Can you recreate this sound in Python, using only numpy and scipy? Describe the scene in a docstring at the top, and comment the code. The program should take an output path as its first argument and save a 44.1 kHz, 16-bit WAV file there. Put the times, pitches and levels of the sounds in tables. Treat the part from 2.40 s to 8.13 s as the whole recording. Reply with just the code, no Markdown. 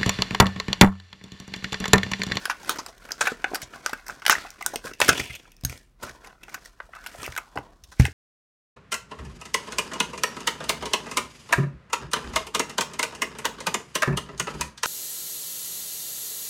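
"""In a small room, scissors work through a stiff plastic blister pack close to a microphone.
Stick-slip friction rustles as the shell is squeezed; folds give way in cracks that ring its modes.
The card backing pops, scissors, card and a padlock land on a padded table, and the steel blades knock.
The sounds are bursts of force driving damped resonators, over faint room tone and a short diffuse tail."""
import sys
import numpy as np
from scipy import signal
from scipy.fft import rfft, irfft
from scipy.io import wavfile
from scipy.ndimage import uniform_filter1d

SR = 44100
rng = np.random.default_rng(int(sys.argv[2]) if len(sys.argv) > 2 else 0)


def waveform_to_disk(signal):
    """Save audio, clipped to [-1, 1], as 16-bit WAV at the path in sys.argv[1]."""
    frames = np.transpose(np.atleast_2d(signal))
    scaled = np.clip(frames, -1, 1) * 32767
    samples = np.round(scaled).astype(np.int16)
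    wavfile.write(sys.argv[1], SR, samples)


N = 252693


def undb(db):
    """Logarithmic level: decibels to amplitude gain."""
    return 10 ** (np.asarray(db) / 20)


def fade(t, t60):
    """Exponential decay: falls 60 dB in t60 seconds."""
    return np.exp(-np.log(1000) * t / t60)


def ring(force, modes, gains, bend=1):
    """Modal superposition: the force drives damped resonators, whose pitches are multiplied by bend."""
    out = 0
    for (hz, db, t60), gain, factor in zip(modes, gains, bend * np.ones(len(modes))):
        radius = fade(1 / SR, t60)
        angle = 2 * np.pi * hz * factor / SR
        poles = [1, -2 * radius * np.cos(angle), radius * radius]
        out = out + gain * undb(db) * signal.lfilter([np.sin(angle)], poles, force)
    return out


def bands(force, peaks, shift_db=0):
    """Broad resonance: heavily damped bands (Hz, width Hz, dB), each raised by shift_db, summed."""
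    out = 0
    for k, ((hz, width, db), more) in enumerate(zip(peaks, shift_db + np.zeros(len(peaks)))):
        band = signal.lfilter(*signal.iirpeak(hz, hz / width, fs=SR), force)
        out = out + (-1) ** k * undb(db + more) * band  # neighbours have opposite signs
    return out


def unit(x):
    """Effective value: scale to rms 1."""
    return x / np.sqrt(np.mean(x ** 2))


def peak(x, db):
    """Peak level: scale the largest excursion to db."""
    return x * undb(db) / np.max(np.abs(x))


def add(out, s, x):
    """Linear superposition: mix x into out at time s."""
    i = max(int(s * SR), 0)
    out[i:i + len(x)] += x[:N - i]


def slips(shape, rate, spread_db):
    """Stick-slip friction: random clicks of both signs, rate per second, a few much larger than the rest."""
    hit = rng.random(shape) < rate / SR
    size = np.minimum(rng.exponential(size=shape), 3)
    return hit * rng.standard_normal(shape) * undb(spread_db * size)


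def wander(hold):
    """Slow random modulation: levels held for hold samples and slewed from one to the next."""
    steps = np.repeat(rng.standard_normal(N // hold + 1), hold)
    return uniform_filter1d(steps, hold)[:N]


# Spectrum of the room tone. Each row: frequency in Hz, relative level in dB per Hz.
AIR_SPECTRUM = [(21, -22), (35, 7.5), (85, -14), (152, -14), (310, -23), (698, -34), (772, -34.5),
                (1050, -29.5), (1350, -34), (3000, -42.5), (15000, -52)]
AIR_DB = -55.5  # rms level


def air():
    """Spectral shaping of noise: faint room tone, strongest in the bass."""
    hz = np.fft.rfftfreq(N, 1 / SR) + 1  # the offset avoids log(0)
    corner_hz, corner_db = np.array(AIR_SPECTRUM).T
    shape = undb(np.interp(np.log(hz), np.log(corner_hz), corner_db))
    return unit(irfft(rfft(rng.standard_normal(N)) * shape, N)) * undb(AIR_DB)


# Squeezes and scrapes of the pack, each swelling and dying away. 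Each row: peak time in seconds,
# rustle level in dB, treble in dB over rustle, bass in dB over rustle, pitch in Hz,
# swell in ms per 20 dB, fall in ms per 20 dB, treble tilt in dB from 4 to 13 kHz.
SQUEEZES_OF_PACK = [(0.0, -38.5, -7, -8, 1600, 50, 265, -25), (0.303, -34.5, -10, -7.5, 1480, 150, 240, -6),
                    (0.719, -43.5, -9, -8.5, 1420, 221, 250, -5),
                    (0.818, -32.5, -5.5, -7.5, 1590, 22, 120, -16),
                    (0.9, -47, -28, -18, 1490, 100, 318, -19), (1.153, -38, -11, -8, 1390, 243, 158, -15),
                    (1.339, -42.5, -10, -4.5, 1460, 80, 231, -7),
                    (1.479, -38, -11.5, -20, 1440, 102, 262, -12),
                    (1.702, -40.5, -9.5, -7, 1370, 58, 148.5, -2.5),
                    (1.914, -28, -11, -16, 1520, 82, 215, -19), (2.273, -43, -8, -9, 1580, 181, 230, -2),
                    (2.457, -32, -8, -6.5, 1430, 30, 84, 5), (2.621, -28, -3.5, -25, 2300, 22, 108, 3),
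                    (2.696, -26.5, -9, -3.5, 2250, 66, 110, -6), (2.781, -31.5, -6, -8.5, 2600, 96, 134, 0),
                    (2.96, -39.5, -9, -30, 2850, 404, 29, -6), (3.0, -54.5, -7, -4.5, 2150, 63, 299, -9),
                    (3.311, -43.5, -3.5, -5.5, 1880, 63, 121, 1),
                    (3.631, -32.5, -9.5, -8, 1337, 23.5, 126, -10),
                    (3.863, -42.5, -14.5, -11.5, 1250, 96.5, 111, -5.5),
                    (4.035, -51.5, -12.5, -5.5, 1890, 62, 202, -3),
                    (4.149, -38.5, -12.5, -9, 1415, 70, 54, -4.5),
                    (4.26, -49, -7, -10, 1330, 157, 116, -4.5),
                    (4.414, -56.5, -12.5, -17, 1170, 135, 500, -2.5),
                    (4.455, -66, 3.5, -16, 1410, 35.5, 36, 2.5), (4.557, -45.5, -15, -29, 1360, 57, 602, 0),
                    (4.847, -40, -7.5, -10, 1680, 295, 156, 10), (4.917, -44, -9.5, -25, 1530, 100, 90, -6),
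                    (5.04, -48.5, -12, -22, 1100, 150, 252, -9), (5.172, -47, -16, -4.5, 998, 65, 282, -11),
                    (5.529, -65.5, 7, -0.5, 1630, 148, 147, -2),
                    (5.602, -30.5, -7.5, -24, 1640, 17, 122, -8)]


def handling():
    """Power addition: squeezes sum in rustle, treble and bass; the louder weigh more in pitch and tilt."""
    s, db, treble_db, bass_db, hz, swell_ms, fall_ms, tilt_db = np.transpose(SQUEEZES_OF_PACK)[:, :, None]
    grid = np.arange(0, N + 64, 64)  # in samples
    ms = (grid / SR - s) * 1000
    power = undb(db + 20 * np.where(ms < 0, ms / swell_ms, -ms / fall_ms)) ** 2
    levels = [10 * np.log10((power * undb(more) ** 2).sum(axis=0)) for more in (0, treble_db, bass_db)]
    means = [(power * c).sum(axis=0) / power.sum(axis=0) for c in (hz, tilt_db)]
    return [np.interp(np.arange(N), grid, c) for c in levels + means]


# Modes of the plastic shell. 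Each row: frequency in Hz, relative level in dB, decay time t60 in seconds.
SHELL_MODES = [(683, -7.5, 0.018), (820, -7.5, 0.025), (997, -9.5, 0.013), (1170, -7.5, 0.0094),
               (1360, -6.5, 0.012), (1530, 0, 0.01), (1815, -4.5, 0.0079), (2014, 1, 0.011),
               (2286, 2.5, 0.0083), (2564, 0, 0.025), (2800, 5.5, 0.0082), (3454, -6.5, 0.016)]
# Treble colour of the shell. Each row: centre in Hz, width in Hz, relative level in dB.
SHELL_TREBLE = [(3940, 1620, 1), (4300, 3180, 3.5), (5860, 2130, 3.5), (7560, 2140, -4), (8550, 1400, -2.5),
                (10100, 2600, -10), (12700, 3600, -10.5)]


def rustle():
    """Stick-slip excitation of modes: dense slips of fingers and blades on the shell, fluttering in strength."""
    body_db, treble_db, bass_db, pitch_hz, tilt_db = handling()
    flutter = undb(2.8 * wander(256))
    grain = slips(N, 12000, 0.88) + 3.0 * slips(N, 600, 3.4)  # dense grain plus lone ticks
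    force = grain * flutter

    body, body_power = 0, 0
    for k, mode in enumerate(SHELL_MODES):
        # the grip decides which modes are free to ring
        free = np.exp(-(np.log(mode[0] / pitch_hz) / 0.42) ** 2)
        free = free + 0.23 * np.minimum(pitch_hz / mode[0], 1) ** 0.6
        free = free * undb(3.5 * wander(2048))  # and they come and go as the shell bends
        body = body + (-1) ** k * free * unit(ring(force, [mode], [1]))
        body_power = body_power + free ** 2

    treble, treble_power = 0, 0
    for k, (centre, width, db) in enumerate(SHELL_TREBLE):
        tilt = tilt_db * k / (len(SHELL_TREBLE) - 1)
        free = np.sqrt(width) * undb(db + tilt + 2.7 * wander(2048))  # each region comes and goes
        own = np.roll(grain, (k + 1) * N // 8) * flutter  # shifted in time, so regions tick separately
        treble = treble + free * unit(bands(own, [(centre, width, 0)]))
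        treble_power = treble_power + free ** 2

    bass = unit(bands(bands(force, [(276, 610, 0)]), [(280, 670, 0)]))
    out = body / np.sqrt(body_power) * undb(body_db)
    out = out + treble / np.sqrt(treble_power) * undb(treble_db)
    return out + bass * undb(bass_db)


# Cracks of the shell, with levels before the bass cut. Each row: start in seconds, ring peak in dB,
# ring pitch in Hz, treble peak in dB, nominal length in ms (at least 1 is used).
SHELL_CRACKS = [(0.042, -38, 1550, -45, 4.6), (0.054, -16, 1610, -15.5, 4.1), (0.077, -30.5, 1220, -47, 3),
                (0.098, -9, 1242, -19, 2.2), (0.103, -19, 1430, -23.5, 13.7), (0.231, -37, 820, -34, 2.7),
                (0.247, -35, 1500, -33, 2.7), (0.279, -33, 1040, -30, 3.5), (0.294, -10, 1415, -6.5, 0.73),
                (0.297, -26, 1070, -23.5, 26), (0.359, -26.5, 1460, -31, 3.7),
                (0.385, -24.5, 1020, -23, 14), (0.462, -31, 1170, -24.5, 4.6), (0.482, -38, 674, -37, 17),
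                (0.579, -69, 2240, -40.5, 3.9), (0.69, -27, 1270, -38, 1.1), (0.707, -24, 1410, -31, 2.9),
                (0.718, -37, 1580, -12, 3.6), (0.808, -8, 1490, -8.5, 15.7), (0.852, -19, 1530, -25, 28),
                (0.869, -11.5, 1520, -22.5, 10.5), (0.871, -10, 1520, -21, 9.6),
                (0.891, -34, 1590, -34, 42), (0.918, -29.5, 1360, -36, 6.9), (1.042, -8.5, 1570, -25, 4.8),
                (1.115, -27, 656, -54, 4.4), (1.134, -23.5, 775, -54, 3.5), (1.145, -20, 1600, -17, 5),
                (1.153, -21.5, 1390, -17, 8), (1.217, -31.5, 1930, -26.5, 5.5),
                (1.225, -36.5, 600, -26, 14.4), (1.334, -29, 1540, -53, 11), (1.461, -10.5, 1440, -9, 1.6),
                (1.494, -29, 815, -27, 3.4), (1.53, -15.5, 1670, -26, 5.9), (1.664, -33, 1690, -34.5, 7.4),
                (1.681, -30, 1600, -24.5, 2.6), (1.689, -26.5, 950, -36, 2.5), (1.696, -20, 1470, -36, 2.5),
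                (1.705, -29, 1500, -35, 2.5), (1.797, -44, 1500, -41, 3), (1.819, -27.5, 1360, -39, 7.5),
                (1.852, -19, 1560, -22, 2.3), (1.864, -11, 1620, -4, 1.7), (1.88, -14, 1510, -9, 1.2),
                (1.896, 3, 1673, -6, 3.9), (1.903, -12, 1690, -8.5, 25), (1.921, -37, 1280, -11.5, 3.1),
                (1.925, -7, 1520, -18, 5.3), (1.933, -42, 1308, -34, 24), (1.952, -13.5, 1840, -26, 2.4),
                (1.982, -39, 1780, -36, 54), (2.047, -28, 840, -54, 8.7), (2.104, -45, 2190, -25.5, 1.6),
                (2.209, -23.5, 1110, -33, 5.2), (2.224, -25, 2080, -25.5, 2.6),
                (2.262, -14.5, 1460, -5, 2.3), (2.334, -24, 615, -30, 19.5), (2.358, -21, 3350, -9.5, 2.1),
                (2.467, -25.5, 1590, -46, 14), (2.512, -31, 1560, -43, 7.6), (2.535, -33, 2780, -32.5, 2.1),
                (2.602, -12, 1550, -10.5, 3), (2.615, -2.5, 1795, -9.5, 2.1), (2.62, -16.5, 610, -26, 8.8),
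                (2.646, -22, 2800, -19, 4.6), (2.68, -11.5, 1800, -12.5, 7.3),
                (2.689, -1.5, 1416, -5.5, 7.9), (2.729, -23, 1620, -19, 4.1), (2.774, -26, 2140, -23.5, 12),
                (2.796, -14.5, 2120, -18.5, 10), (2.835, -28.5, 3050, -36, 7.4),
                (2.897, -30.5, 2220, -43, 6.5), (2.904, -28, 2130, -36, 5.9), (2.951, -30, 2930, -29, 7.8),
                (3.053, -42.5, 1660, -55.5, 5), (3.077, -45, 950, -50, 3.6), (3.118, -47, 2910, -39.5, 4.2),
                (3.166, -70.5, 2460, -40, 1.5), (3.21, -54, 1230, -42.5, 2.5), (3.236, -36, 605, -30, 3.2),
                (3.25, -27.5, 1610, -14.5, 1.6), (3.296, -28, 2120, -25, 4.3),
                (3.375, -51, 1800, -33.5, 3.7), (3.628, -33, 1670, -30, 12.5), (3.674, -34, 1400, -47, 10),
                (3.692, -32, 1650, -32.5, 7.3), (3.845, -34.5, 2390, -42, 6.9), (3.869, -36, 913, -38, 9.3),
                (4.032, -35, 2420, -36, 7.3), (4.081, -34, 1300, -45, 4.5), (4.092, -40, 1760, -41.5, 9.6),
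                (4.142, -23, 1590, -24.5, 6.3), (4.249, -47, 2020, -35.5, 4),
                (4.257, -38.5, 2050, -33.5, 4.2), (4.401, -21, 1360, -52.5, 4.6),
                (4.49, -41, 693, -65, 4.2), (4.534, -28, 1324, -53, 3.2), (4.55, -35, 1350, -39, 4.4),
                (4.559, -30.5, 1310, -55, 11), (4.64, -35, 1300, -40, 5.8), (4.662, -23.5, 1330, -26, 6),
                (4.67, -43, 1460, -25.5, 2.2), (4.748, -31.5, 676, -47, 2.3), (4.83, -27, 1170, -23, 3.9),
                (4.839, -28.5, 2670, -34, 14), (4.854, -27.5, 2700, -44, 3.4), (4.863, -24, 2210, -26, 1.8),
                (4.878, -21.5, 1160, -45, 1.4), (4.921, -32, 1860, -33, 4.2), (4.951, -35, 2110, -37, 2.5),
                (4.964, -21.5, 1530, -23, 1), (4.976, -17, 1395, -20, 4.8), (4.984, -19.5, 1110, -33, 0.86),
                (5.156, -27, 830, -39.5, 12), (5.174, -15, 946, -33.5, 1.7), (5.184, -30, 855, -39.5, 3.4),
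                (5.437, -67.5, 2640, -37, 10), (5.516, -37.5, 1310, -39.5, 22),
                (5.597, -18.5, 715, -20.5, 1.8), (5.598, -14, 1930, -19, 6.7), (5.625, -33, 2900, -42, 12),
                (5.652, -12, 1830, -19.5, 2.4), (5.661, -32, 2580, -27, 10)]
SHELL_LOW_HZ = 443


def cracks():
    """Buckling: each fold gives way in a short run of slips that rings nearby modes and snaps in the treble."""
    out, t = np.zeros(N), np.arange(3000) / SR
    first = np.arange(len(t)) == 40  # one sharp click early in the run
    runs = slips((len(SHELL_CRACKS), len(t)), 15000, 3.1)
    chances = rng.standard_normal((len(SHELL_CRACKS), len(SHELL_MODES)))
    mode_hz = np.array(SHELL_MODES)[:, 0]
    regions = len(SHELL_TREBLE)
    for (s, db, hz, treble_db, ms), run, chance in zip(SHELL_CRACKS, runs, chances):
        length = max(ms, 1) / 1000
        rise = 1 - fade(t, 0.0011 + 0.67 * length)  # long runs build up more slowly
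        fall = np.exp(-(t / (0.87 * length)) ** 1.46) + 0.091 * fade(t, 0.11)
        force = run * rise * fall

        near = np.exp(-(np.log(mode_hz / hz) / 0.11) ** 2)  # the fold favours its own pitch
        near = near + 0.35 * np.minimum(hz / mode_hz, (mode_hz / hz) ** 0.23) ** 2
        body = ring(force, SHELL_MODES, np.sign(chance) * near, 1 + 0.023 * chance)  # bending detunes it
        body = body + 0.63 * bands(force, [(hz, 0.36 * hz, 0)])  # many heavily damped modes blur together
        # the ring is dulled above a few times its pitch
        body = signal.lfilter(*signal.butter(2, min(2.7 * hz, 6000), fs=SR), body)

        # short runs are brighter, and every fold has its own treble colour
        tilt_db = (2.0 - 0.37 * ms) * np.linspace(-1, 1, regions) + 1.8 * chance[:regions]
        shifted = np.array(SHELL_TREBLE) * (1 + 0.048 * np.outer(chance[-regions:], [1, 0, 0]))
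        snap = bands(force + first * 0.8 * np.max(force), shifted, tilt_db)
        add(out, s, peak(body, db) + peak(snap, treble_db))
    # the cracks carry little deep bass
    return signal.sosfilt(signal.butter(3, SHELL_LOW_HZ, "high", fs=SR, output="sos"), out)


# Low pops of the card backing as it buckles. Each row: start in seconds, peak level in dB.
CARD_POPS = [(0.295, -27.5), (0.386, -30), (0.869, -48), (0.919, -21.5), (1.042, -33.5), (1.115, -32),
             (1.134, -23), (1.53, -26.5), (1.896, -32), (2.335, -27.5), (2.358, -25), (2.449, -26),
             (2.514, -34.5), (2.601, -28), (2.613, -37), (2.688, -8.5), (2.794, -24), (3.631, -28),
             (4.829, -32), (4.877, -32.5), (5.161, -25.5), (5.188, -27), (5.597, -19.5), (5.643, -29),
             (5.681, -30)]
# Modes of the card. Each row: frequency in Hz, relative level in dB, decay time t60 in seconds;
# chance varies pitch and level from pop to pop.
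CARD_MODES = [(280, -4, 0.073), (400, -6, 0.02), (433, 3.5, 0.023), (590, -7.5, 0.051)]


def pops():
    """Snap-through instability: the card flips over and rings low for a moment."""
    out, t = np.zeros(N), np.arange(3000) / SR
    push = np.gradient(np.exp(-((t - .001) / 0.00066) ** 2))
    chances = rng.standard_normal((len(CARD_POPS), len(CARD_MODES)))
    for (s, db), chance in zip(CARD_POPS, chances):
        sound = ring(push, CARD_MODES, 1 + 0.13 * chance, 1 + 0.1 * chance)
        add(out, s, peak(sound, db))
    return out


# Things landing on the table. Each row: start in seconds, peak level in dB, contact time in ms.
LANDINGS = [(1.227, -35, 5.9), (1.966, -42.5, 20), (2.617, -36, 10.5), (2.687, -25, 8.9), (2.8, -26, 7.1),
            (2.898, -33, 9.7), (3.234, -25.5, 6.9), (3.248, -20, 7.4), (3.296, -33, 9), (3.635, -38, 8.4),
            (3.699, -43.5, 10), (4.785, -38.5, 10), (4.884, -32.5, 11.7), (5.171, -27.5, 5.5),
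            (5.424, -43, 20), (5.479, -44, 21), (5.596, -0.5, 8.1)]
# Modes of the table. Each row: frequency in Hz, relative level in dB, decay time t60 in seconds.
TABLE_MODES = [(65.7, 1, 0.14), (83.7, -5, 0.22), (126, -0.5, 0.15), (158, -14, 0.11), (196, -17, 0.16),
               (267, -10.5, .12), (377, -18, 0.1), (436, -21, 0.11)]


def thuds():
    """Impact on a compliant surface: a soft push on the padded top, which springs back, rings the table."""
    out, t = np.zeros(N), np.arange(16384) / SR
    for s, db, ms in LANDINGS:
        phase = np.clip(t / (max(ms, 1) / 1000), 0, 1)
        push = np.gradient(np.sin(np.pi * phase) ** 4)
        direct = np.gradient(push) * 35000.0
        sound = direct - ring(push * 25.0, TABLE_MODES, np.ones(len(TABLE_MODES)))
        add(out, s, peak(sound, db))
    return out


# Knocks of the steel blades as they shut and land. Each row: start in seconds, peak level in dB.
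BLADE_KNOCKS = [(2.618, -32), (2.645, -33), (2.796, -36), (2.84, -39), (2.872, -42), (2.925, -42),
                (2.952, -41), (3.237, -38), (3.249, -13), (3.296, -38)]
# Modes of the free steel. Each row: frequency in Hz, relative level in dB, decay time t60 in seconds.
STEEL_MODES = [(5120, -3, .012), (6460, -4, .08), (8600, -6, .1), (9510, 2, .012), (11450, -9, .12),
               (12200, 0, .015), (13300, -3, .015), (15200, -14, .07)]
PUT_DOWN_S, LYING_RING = 3.1, .45  # from this time, on the padding, steel rings for this share of its t60


def blades():
    """Modal ringing of a struck bar: each knock is a brief rattle at the pivot that rings the steel."""
    out, t = np.zeros(N), np.arange(8192) / SR
    noises = rng.standard_normal((len(BLADE_KNOCKS), len(t)))
    for (s, db), noise in zip(BLADE_KNOCKS, noises):
        modes = np.array(STEEL_MODES) * [1, 1, 1 if s < PUT_DOWN_S else LYING_RING]
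        rattle = noise * fade(t, .015)
        add(out, s, peak(ring(rattle, modes, np.ones(len(modes))), db))
    return out


ROOM_DB, ROOM_T60_S, ROOM_TOP_HZ = -17, 0.18, 6000


def room(near):
    """Diffuse reverberation: convolution with decaying noise, dulled in the treble."""
    t = np.arange(SR // 3) / SR
    tail = rng.standard_normal(len(t)) * fade(t, ROOM_T60_S) * (1 - fade(t, 0.0031))
    tail = signal.lfilter(*signal.butter(1, ROOM_TOP_HZ, fs=SR), tail)
    tail = tail / np.sqrt(np.sum(tail ** 2))  # unit energy
    return undb(ROOM_DB) * signal.fftconvolve(near, tail)[:N]


def scene():
    """Superposition: close sources, with a room tail on the cracks, pops and blades."""
    near = cracks() + pops() + blades()
    return (near + room(near) + rustle() + thuds() + air())[None]


MIC_LOW_HZ, TOP_HZ = 39, 15950


def record(dry):
    """Band limiting and overload: the microphone rolls off deep bass; the recorder clips, then cuts the top."""
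    mic = signal.lfilter(*signal.butter(1, MIC_LOW_HZ, "high", fs=SR), dry)
    clipped = np.clip(mic, -1, 1)
    return signal.sosfilt(signal.ellip(12, .5, 115, TOP_HZ, fs=SR, output="sos"), clipped)


dry = scene()
out = record(dry)
waveform_to_disk(out)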